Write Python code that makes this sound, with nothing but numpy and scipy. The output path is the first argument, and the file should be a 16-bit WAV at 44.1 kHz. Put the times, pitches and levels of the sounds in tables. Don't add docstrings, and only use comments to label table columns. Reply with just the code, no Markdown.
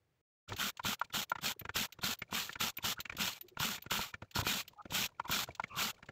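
import sys
import numpy as np
from scipy import signal
from scipy.fft import rfft, irfft, next_fast_len
from scipy.io import wavfile

SR = 44100
rng = np.random.default_rng(int(sys.argv[2]) if len(sys.argv) > 2 else 0)


def int16_out(signal):
    q = np.round(np.clip(np.atleast_2d(signal).T, -1, 1) * 32767)
    wavfile.write(sys.argv[1], SR, q.astype(np.int16))


N = 269615
TIME_S = np.arange(N) / SR

# (frequency [Hz], density [dB])
ROOM_SPECTRUM = [(18, -43), (30, -23), (98, 2), (145, -0.5), (210, -13.5), (486, -10), (702, -17),
                 (1320, -21), (1810, -20), (13700, -38.5), (16000, -25)]
RUSTLE_SPECTRUM = [(30, 7), (115, 15), (250, 2.5), (550, 4), (1100, -7.5), (2400, -14), (4000, -13.5),
                   (7400, -18.5), (9200, -47), (14000, -31), (16000, -27)]
TICK_SPECTRUM = [(200, -12.5), (1200, -7), (2800, 6.5), (4200, 5.5), (5200, -2.5), (7400, 0.5), (9200, -22),
                 (11500, -16), (14000, -40), (16000, 5)]
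THUD_SPECTRUM = [(30, -7), (100, 4.5), (200, -1), (400, -7), (700, -10.5), (1500, -54.5)]
CRACK_SPECTRUM = [(300, -7.5), (1000, 6.5), (2200, 11.5), (3600, 1), (5000, -7), (7300, -8), (9000, -31),
                  (14000, -28), (16000, -23)]
WHIRR_SPECTRUM = [(40, -7.5), (130, 0), (330, -9), (520, -6), (850, -3.5), (1800, -9), (3300, 3.5),
                  (4900, -5.5), (7400, -2), (9000, -16.5), (10600, -12), (11400, -15.5), (14100, -2),
                  (15600, -13.5)]
# (frequency [Hz], level [dB], T60 [s])
CASE_MODES = [(658, -4, 0.02), (950, 7, 0.021), (1160, -8.5, 0.024), (1390, 4.5, 0.024), (1767, -9, 0.04),
              (2330, 0, 0.022), (2590, -21, 0.021)]
# (frequency [Hz], width [Hz], level [dB])
GEARBOX_MODES = [(880, 200, -2), (2395, 137, 3), (2770, 160, -2), (3620, 210, 1), (4310, 280, 1),
                 (5460, 140, -3.5), (6600, 870, -13)]
# (time [s], level [dB])
HANDLING_CURVE = [(0.5, -63), (1.3, -78), (2.6, -65.5), (3.0, -70.5), (4.2, -66.5), (4.8, -63.5),
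                  (6.1, -62)]
# (centre [s], length [s], level [dB])
GRIP_SHIFTS = [(0.524, 0.1, -37.5), (1.046, 0.04, -55.5), (4.908, 0.044, -46), (5.494, 0.073, -53),
               (5.735, 0.085, -53)]
# (start [s], length [s], pitch [Hz], level [dB])
TOOL_RUBS = [(1.561, 0.013, 385, -55), (2.957, 0.05, 1400, -51), (3.417, 0.07, 367, -58.5),
             (3.505, 0.046, 383, -60), (4.75, 0.092, 835, -56.5), (4.773, 0.056, 1230, -52),
             (5.238, 0.04, 994, -45), (5.681, 0.097, 2470, -55), (5.683, 0.16, 1102, -45)]
# (time [s], scratch [dB], hiss [dB])
TICKS_AND_SNAPS = [(0.5623, -39, -59), (0.769, -44, -82), (0.993, -48.5, -64), (1.295, -42.5, -56),
                   (1.592, -46, -49), (1.922, -42, -62), (2.187, -52, -53.5), (2.527, -38.5, -80),
                   (2.6, -39, -51), (2.768, -41.5, -44.5), (3.001, -32.5, -51), (3.166, -40, -55.5),
                   (3.275, -29.5, -57), (3.409, -45.5, -49), (3.482, -51, -68.5), (3.597, -31.5, -49),
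                   (3.8197, -47, -53.5), (3.907, -32, -52), (4.31, -48.5, -72), (4.677, -43, -60),
                   (5.309, -35, -43), (5.5482, -44.5, -77)]
# (time [s], ring [dB], struck spot pitch [Hz], bench thud [dB])
CASE_KNOCKS = [(0.519, -41.5, 1300, -51.5), (0.794, -39.5, 1040, -61), (1.013, -31, 1080, -67),
               (1.1, -62, 1360, -64), (1.316, -29.5, 927, -50.5), (1.354, -41.5, 1440, -53.5),
               (1.384, -47.5, 1270, -54.5), (1.61, -60, 2320, -46.5), (1.651, -44.5, 1600, -47.5),
               (1.691, -39.5, 1590, -46.5), (1.987, -56.5, 1180, -51.5), (2.032, -50, 2480, -41.5),
               (2.218, -40.5, 2160, -47), (2.492, -43, 1730, -53.5), (2.555, -43, 1530, -52),
               (2.783, -49, 2540, -51.5), (2.99, -48.5, 1350, -49), (3.053, -48, 2700, -58),
               (3.096, -44, 2400, -53), (3.122, -50.5, 1820, -51), (3.148, -67, 2250, -49),
               (3.276, -45, 1004, -60), (3.57, -43.5, 1390, -49), (3.78, -55.5, 2210, -57),
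               (3.861, -50.5, 1420, -47), (3.99, -39.5, 920, -40.5), (4.139, -42, 1755, -49.5),
               (4.22, -49.5, 1400, -44), (4.386, -37, 1110, -32), (4.419, -73, 1100, -39.5),
               (4.465, -36, 1400, -37.5), (4.853, -57.5, 1395, -46.5), (5.196, -34, 1110, -53),
               (5.251, -49, 940, -57), (5.487, -45, 680, -48), (5.596, -33, 976, -55),
               (5.637, -42, 2120, -48), (6.027, -57.5, 1630, -55.5), (6.087, -50.5, 1660, -49)]
# (start [s], spin-up [s], drive [s], run-down [s], level [dB], case ring [dB], bite [dB])
DRIVER_RUNS = [(0.57, 0.034, 0.097, 0.011, -36, -39.5, -59), (0.834, 0.026, 0.088, 0.0081, -36, -40.5, -40),
               (1.128, 0.017, 0.092, 0.011, -36, -42.5, -51), (1.414, 0.03, 0.074, 0.019, -35.3, -43, -56),
               (1.744, 0.017, 0.095, 0.014, -34.5, -44, -40.5),
               (2.017, 0.026, 0.091, 0.022, -35.5, -42, -45.5), (2.312, 0.035, 0.07, 0.12, -36, -46, -41),
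               (2.594, 0.015, 0.092, 0.012, -35.5, -44, -45.5),
               (2.827, 0.023, 0.079, 0.017, -35, -45.5, -42.5), (3.169, 0.038, 0.07, 0.11, -35, -44.5, -47),
               (3.588, 0.03, 0.14, 0.029, -35.5, -39, -40.5), (3.901, 0.013, 0.1185, 0.084, -36, -38, -40),
               (4.346, 0.013, 0.058, 0.0055, -37.5, -41, -42), (4.434, 0.045, 0.13, 0.025, -34.5, -45, -58),
               (4.907, 0.045, 0.11, 0.015, -33.5, -46, -45), (5.280, 0.043, 0.12, 0.01, -35, -39, -39),
               (5.756, 0.034, 0.12, 0.0096, -35, -39.5, -55)]

CASE_HZ = 1390


def from_db(db):
    return 10 ** (np.asarray(db) / 20)


def rms_one(x):
    return x / np.sqrt(np.mean(x ** 2) + 1e-20)


def add(out, time_s, sound):
    at = max(int(time_s * SR), 0)
    out[at:at + len(sound)] += sound[:max(N - at, 0)]


def colour(x, spectrum):
    size = next_fast_len(len(x) + 2048, True)
    size += size % 2
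    hz, db = np.transpose(spectrum)
    grid_hz = np.maximum(np.arange(size // 2 + 1) * SR / size, 1)
    gain = from_db(np.interp(np.log(grid_hz), np.log(hz), db))
    cepstrum = irfft(np.log(gain))
    cepstrum[1:size // 2] *= 2
    cepstrum[size // 2 + 1:] = 0
    return rms_one(irfft(rfft(x, size) * np.exp(rfft(cepstrum)))[:len(x)])


def band(x, hz, width_hz):
    r = np.exp(-np.pi * width_hz / SR)
    feedback = [1, -2 * r * np.cos(2 * np.pi * hz / SR), r * r]
    return signal.lfilter(np.array([1, 0, -1]) * (1 - r * r) / 2, feedback, x)


def drift(rate_hz):
    knots = rng.standard_normal(N // 20)
    return rms_one(np.interp(TIME_S * rate_hz, np.arange(len(knots)), knots))


def grit(per_s, spread_db):
    sizes = from_db(spread_db * np.minimum(rng.exponential(1, N), 4))
    return rms_one((rng.random(N) < per_s / SR) * sizes * rng.choice([-1, 1], N))


def burst(rise_s, fall_s, tail_db, tail_s, size=4096):
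    t = np.arange(size) / SR
    swell = 1 - np.exp(-(t / rise_s) ** 2)
    decay = np.exp(-t / fall_s) + from_db(tail_db) * np.exp(-t / tail_s)
    return swell * decay * rng.standard_normal(size)


def brushes(per_s):
    touches = (rng.random(N) < per_s / SR) * rng.uniform(.3, 1, N)
    return rms_one(signal.oaconvolve(touches, np.hanning(SR // 50) ** 2, "same"))


def room_tone(level_db=-79, gap_s=(0.215, 0.478)):
    heard = (TIME_S < gap_s[0]) | (TIME_S > gap_s[1])
    return from_db(level_db) * heard * colour(rng.standard_normal(N), ROOM_SPECTRUM)


def handling(gain_db=-6, rustle_db=-1, scratch_db=-3, case_db=1, width_hz=80, restless_db=4):
    rustle = colour(grit(per_s=2600, spread_db=2), RUSTLE_SPECTRUM)
    scratches = brushes(per_s=26) * colour(rng.standard_normal(N), TICK_SPECTRUM)
    friction = rng.standard_normal(N)
    modes = rms_one(sum(from_db(db) * band(friction, hz, width_hz) * brushes(per_s=14)
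                        for hz, db, _ in CASE_MODES))
    activity_db = np.interp(TIME_S, *np.transpose(HANDLING_CURVE), left=-200)
    touch = from_db(activity_db + restless_db * drift(25))
    for centre_s, length_s, db in GRIP_SHIFTS:
        add(touch, centre_s - length_s / 2, from_db(db) * np.hanning(int(length_s * SR)))
    texture = from_db(rustle_db) * rustle + from_db(scratch_db) * scratches + from_db(case_db) * modes
    return from_db(gain_db) * touch * texture


def rubs(gain_db=2, waver=0.072, rough_db=3):
    out, wander, rough = np.zeros(N), drift(350), from_db(rough_db * drift(250))
    for start_s, length_s, hz, db in TOOL_RUBS:
        on = (TIME_S > start_s) & (TIME_S < start_s + length_s)
        phase = 2 * np.pi * np.cumsum(hz * (1 + waver * wander[on])) / SR
        out[on] += from_db(db + gain_db) * np.hanning(on.sum()) * rough[on] * np.sin(phase)
    return out


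def ticks(scratch_gain_db=-13, hiss_gain_db=-5, hiss_hz=14050, scatter_hz=130, width_hz=400):
    out = np.zeros(N)
    for time_s, scratch_db, hiss_db in TICKS_AND_SNAPS:
        scratch = colour(burst(rise_s=0.0025, fall_s=0.0052, tail_db=-30, tail_s=0.01), TICK_SPECTRUM)
        hz = hiss_hz + rng.normal(0, scatter_hz)
        narrow = signal.butter(2, [hz - width_hz / 2, hz + width_hz / 2], "band", fs=SR, output="sos")
        hiss = signal.sosfilt(narrow, burst(rise_s=0.0026, fall_s=0.0047, tail_db=-29, tail_s=0.012))
        add(out, time_s, from_db(scratch_db + scratch_gain_db) * scratch)
        add(out, time_s, from_db(hiss_db + hiss_gain_db) * rms_one(hiss))
    return out


def case_ring(spot_hz, swell_s, spot_db=1, spot_t60_s=0.025, reach_oct=0.52, chatter_db=-15, size=4096):
    t = np.arange(size) / SR
    hz, mode_db, t60_s = np.transpose(CASE_MODES + [(spot_hz, spot_db, spot_t60_s)])[:, :, None]
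    nearness = np.exp(-(np.log2(hz / spot_hz) / reach_oct) ** 2 / 2)
    phase = 2 * np.pi * (hz * t + rng.random(hz.shape))
    modes = nearness * np.sin(phase) * from_db(mode_db - 60 * t / t60_s)
    weights = from_db(rng.normal(0, 2, len(hz)))
    blow = weights @ modes * (1 - np.exp(-(t / swell_s) ** 3))
    bounces = burst(rise_s=0.0013, fall_s=0.0044, tail_db=-28, tail_s=0.012)
    chatter = signal.fftconvolve(bounces, blow)[:size]
    return rms_one(rms_one(blow) + from_db(chatter_db) * rms_one(chatter))


def knocks(gain_db=-9, drag_db=-12, swell_s=0.0023, bite_delay_s=0.013, bite_hz=1084,
           crack_base_db=-34, crack_db_per_db=0.57, crack_db_per_oct=7.5):
    out = np.zeros(N)
    bites = [(start_s + bite_delay_s, db, bite_hz, db) for start_s, *_, db in DRIVER_RUNS]
    for time_s, ring_db, spot_hz, thud_db in CASE_KNOCKS + bites:
        ring = from_db(ring_db + gain_db) * case_ring(spot_hz, swell_s)
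        thud = colour(burst(swell_s, fall_s=0.0062, tail_db=-35, tail_s=0.028), THUD_SPECTRUM)
        crack = colour(burst(swell_s, fall_s=0.0042, tail_db=-49, tail_s=0.0091), CRACK_SPECTRUM)
        hardness_db = crack_db_per_oct * np.log2(spot_hz / CASE_HZ)
        crack_db = crack_base_db + crack_db_per_db * ring_db + hardness_db
        add(out, time_s, ring + from_db(thud_db + gain_db) * thud + from_db(crack_db) * crack)
        scrape = burst(rise_s=0.0017, fall_s=0.0011, tail_db=-54, tail_s=0.0052)[::-1]
        drag = from_db(crack_db + drag_db) * colour(scrape, CRACK_SPECTRUM)
        add(out, time_s + swell_s - len(drag) / SR, drag)
    return out


def motor(top_hz=210.9, level_db=-47.5, overtone_db=-13, rough_db=5.0, wobble=0.1,
          start_speed=0.4265, top_progress=0.55, end_progress=0.853):
    out, waver, rough = np.zeros(N), drift(120), from_db(rough_db * drift(130))
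    for start_s, spin_up_s, drive_s, *_ in DRIVER_RUNS:
        progress = (TIME_S - start_s) / (spin_up_s + drive_s)
        on = (progress > 0) & (progress < end_progress)
        arch = 1 - (1 - start_speed) * (progress[on] / top_progress - 1) ** 2
        speed = arch * (1 + wobble * waver[on])
        phase = 2 * np.pi * np.cumsum(top_hz * speed) / SR
        hum = np.sin(phase) + from_db(overtone_db) * np.sin(2 * phase)
        fade = signal.windows.tukey(on.sum(), .3)
        out[on] += from_db(level_db) * fade * speed * rough[on] * hum
    return out


def gearbox(sway_db=5.0):
    impacts = grit(per_s=5500, spread_db=2.5)
    return rms_one(sum((-1) ** k * band(impacts, hz, width_hz) * from_db(db + sway_db * drift(45))
                       for k, (hz, width_hz, db) in enumerate(GEARBOX_MODES)))


def bit_jangle(low_hz=1150, high_hz=5600, width_hz=55, count=20):
    bounces, pitch_index = grit(per_s=700, spread_db=2.5), rng.integers(0, count, N)
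    return rms_one(sum(band(bounces * (pitch_index == k) + 1e-18, hz, width_hz)
                       for k, hz in enumerate(np.geomspace(low_hz, high_hz, count))))


def driver(whirr_db=-1.45, rattle_db=-7, flutter_db=1.38, idle_db=-22, sag_db_per_s=47,
           ramp_s=0.0053, load_fade_s=0.15, case_gain_db=-1, ring_cutoff_hz=7000,
           chuck_hz=2980, chuck_db=-8, scatter_oct=0.12, whine_hz=3500, whine_db=-52):
    whirr = from_db(whirr_db) * colour(grit(per_s=14000, spread_db=4.0), WHIRR_SPECTRUM)
    rattle = from_db(rattle_db) * (gearbox() + bit_jangle())
    thread, teeth = grit(per_s=6100, spread_db=10), grit(per_s=6000, spread_db=4.5)
    hiss, rings = np.zeros(N), np.zeros(N)
    for start_s, spin_up_s, drive_s, run_down_s, run_db, ring_db, _ in DRIVER_RUNS:
        full_s, release_s, stop_s = start_s + np.cumsum([spin_up_s, drive_s, run_down_s])
        on = slice(int((start_s - ramp_s) * SR), int((stop_s + ramp_s) * SR))
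        t, sag_db = TIME_S[on], -sag_db_per_s * drive_s
        corners_s = [start_s - ramp_s, start_s, full_s, release_s, stop_s, stop_s + ramp_s]
        corners_db = [2 * idle_db, idle_db, 0, sag_db, sag_db + idle_db, 2 * idle_db]
        effort = from_db(np.interp(t, corners_s, corners_db))
        load = effort * np.exp(-np.maximum(t - full_s, 0) / load_fade_s)
        case = from_db(ring_db + case_gain_db) * rms_one(band(thread[on], CASE_HZ, width_hz=150))
        scattered_hz = chuck_hz * 2 ** (scatter_oct * rng.normal())
        chuck = from_db(run_db + chuck_db) * rms_one(band(teeth[on], scattered_hz, width_hz=260))
        squeeze = np.exp(-2 * ((t - start_s) / ramp_s) ** 2)
        whine = from_db(whine_db) * squeeze * rms_one(band(teeth[on], whine_hz, width_hz=82))
        hiss[on] += from_db(run_db) * effort * whirr[on]
        rings[on] += from_db(run_db) * effort * rattle[on] + load * (case + chuck) + whine
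    lowpass = signal.butter(2, ring_cutoff_hz, fs=SR, output="sos")
    return (hiss + signal.sosfilt(lowpass, rings)) * from_db(flutter_db * drift(350))


def scene():
    mono = driver() + motor() + knocks() + ticks() + rubs() + handling() + room_tone()
    return np.array([mono, mono])


def record(dry):
    rumble_cut = signal.butter(1, 25, "high", fs=SR, output="sos")
    top_cut = signal.ellip(10, .3, 70, 15600, fs=SR, output="sos")
    return signal.sosfilt(top_cut, signal.sosfilt(rumble_cut, dry))


dry = scene()
out = record(dry)
int16_out(out)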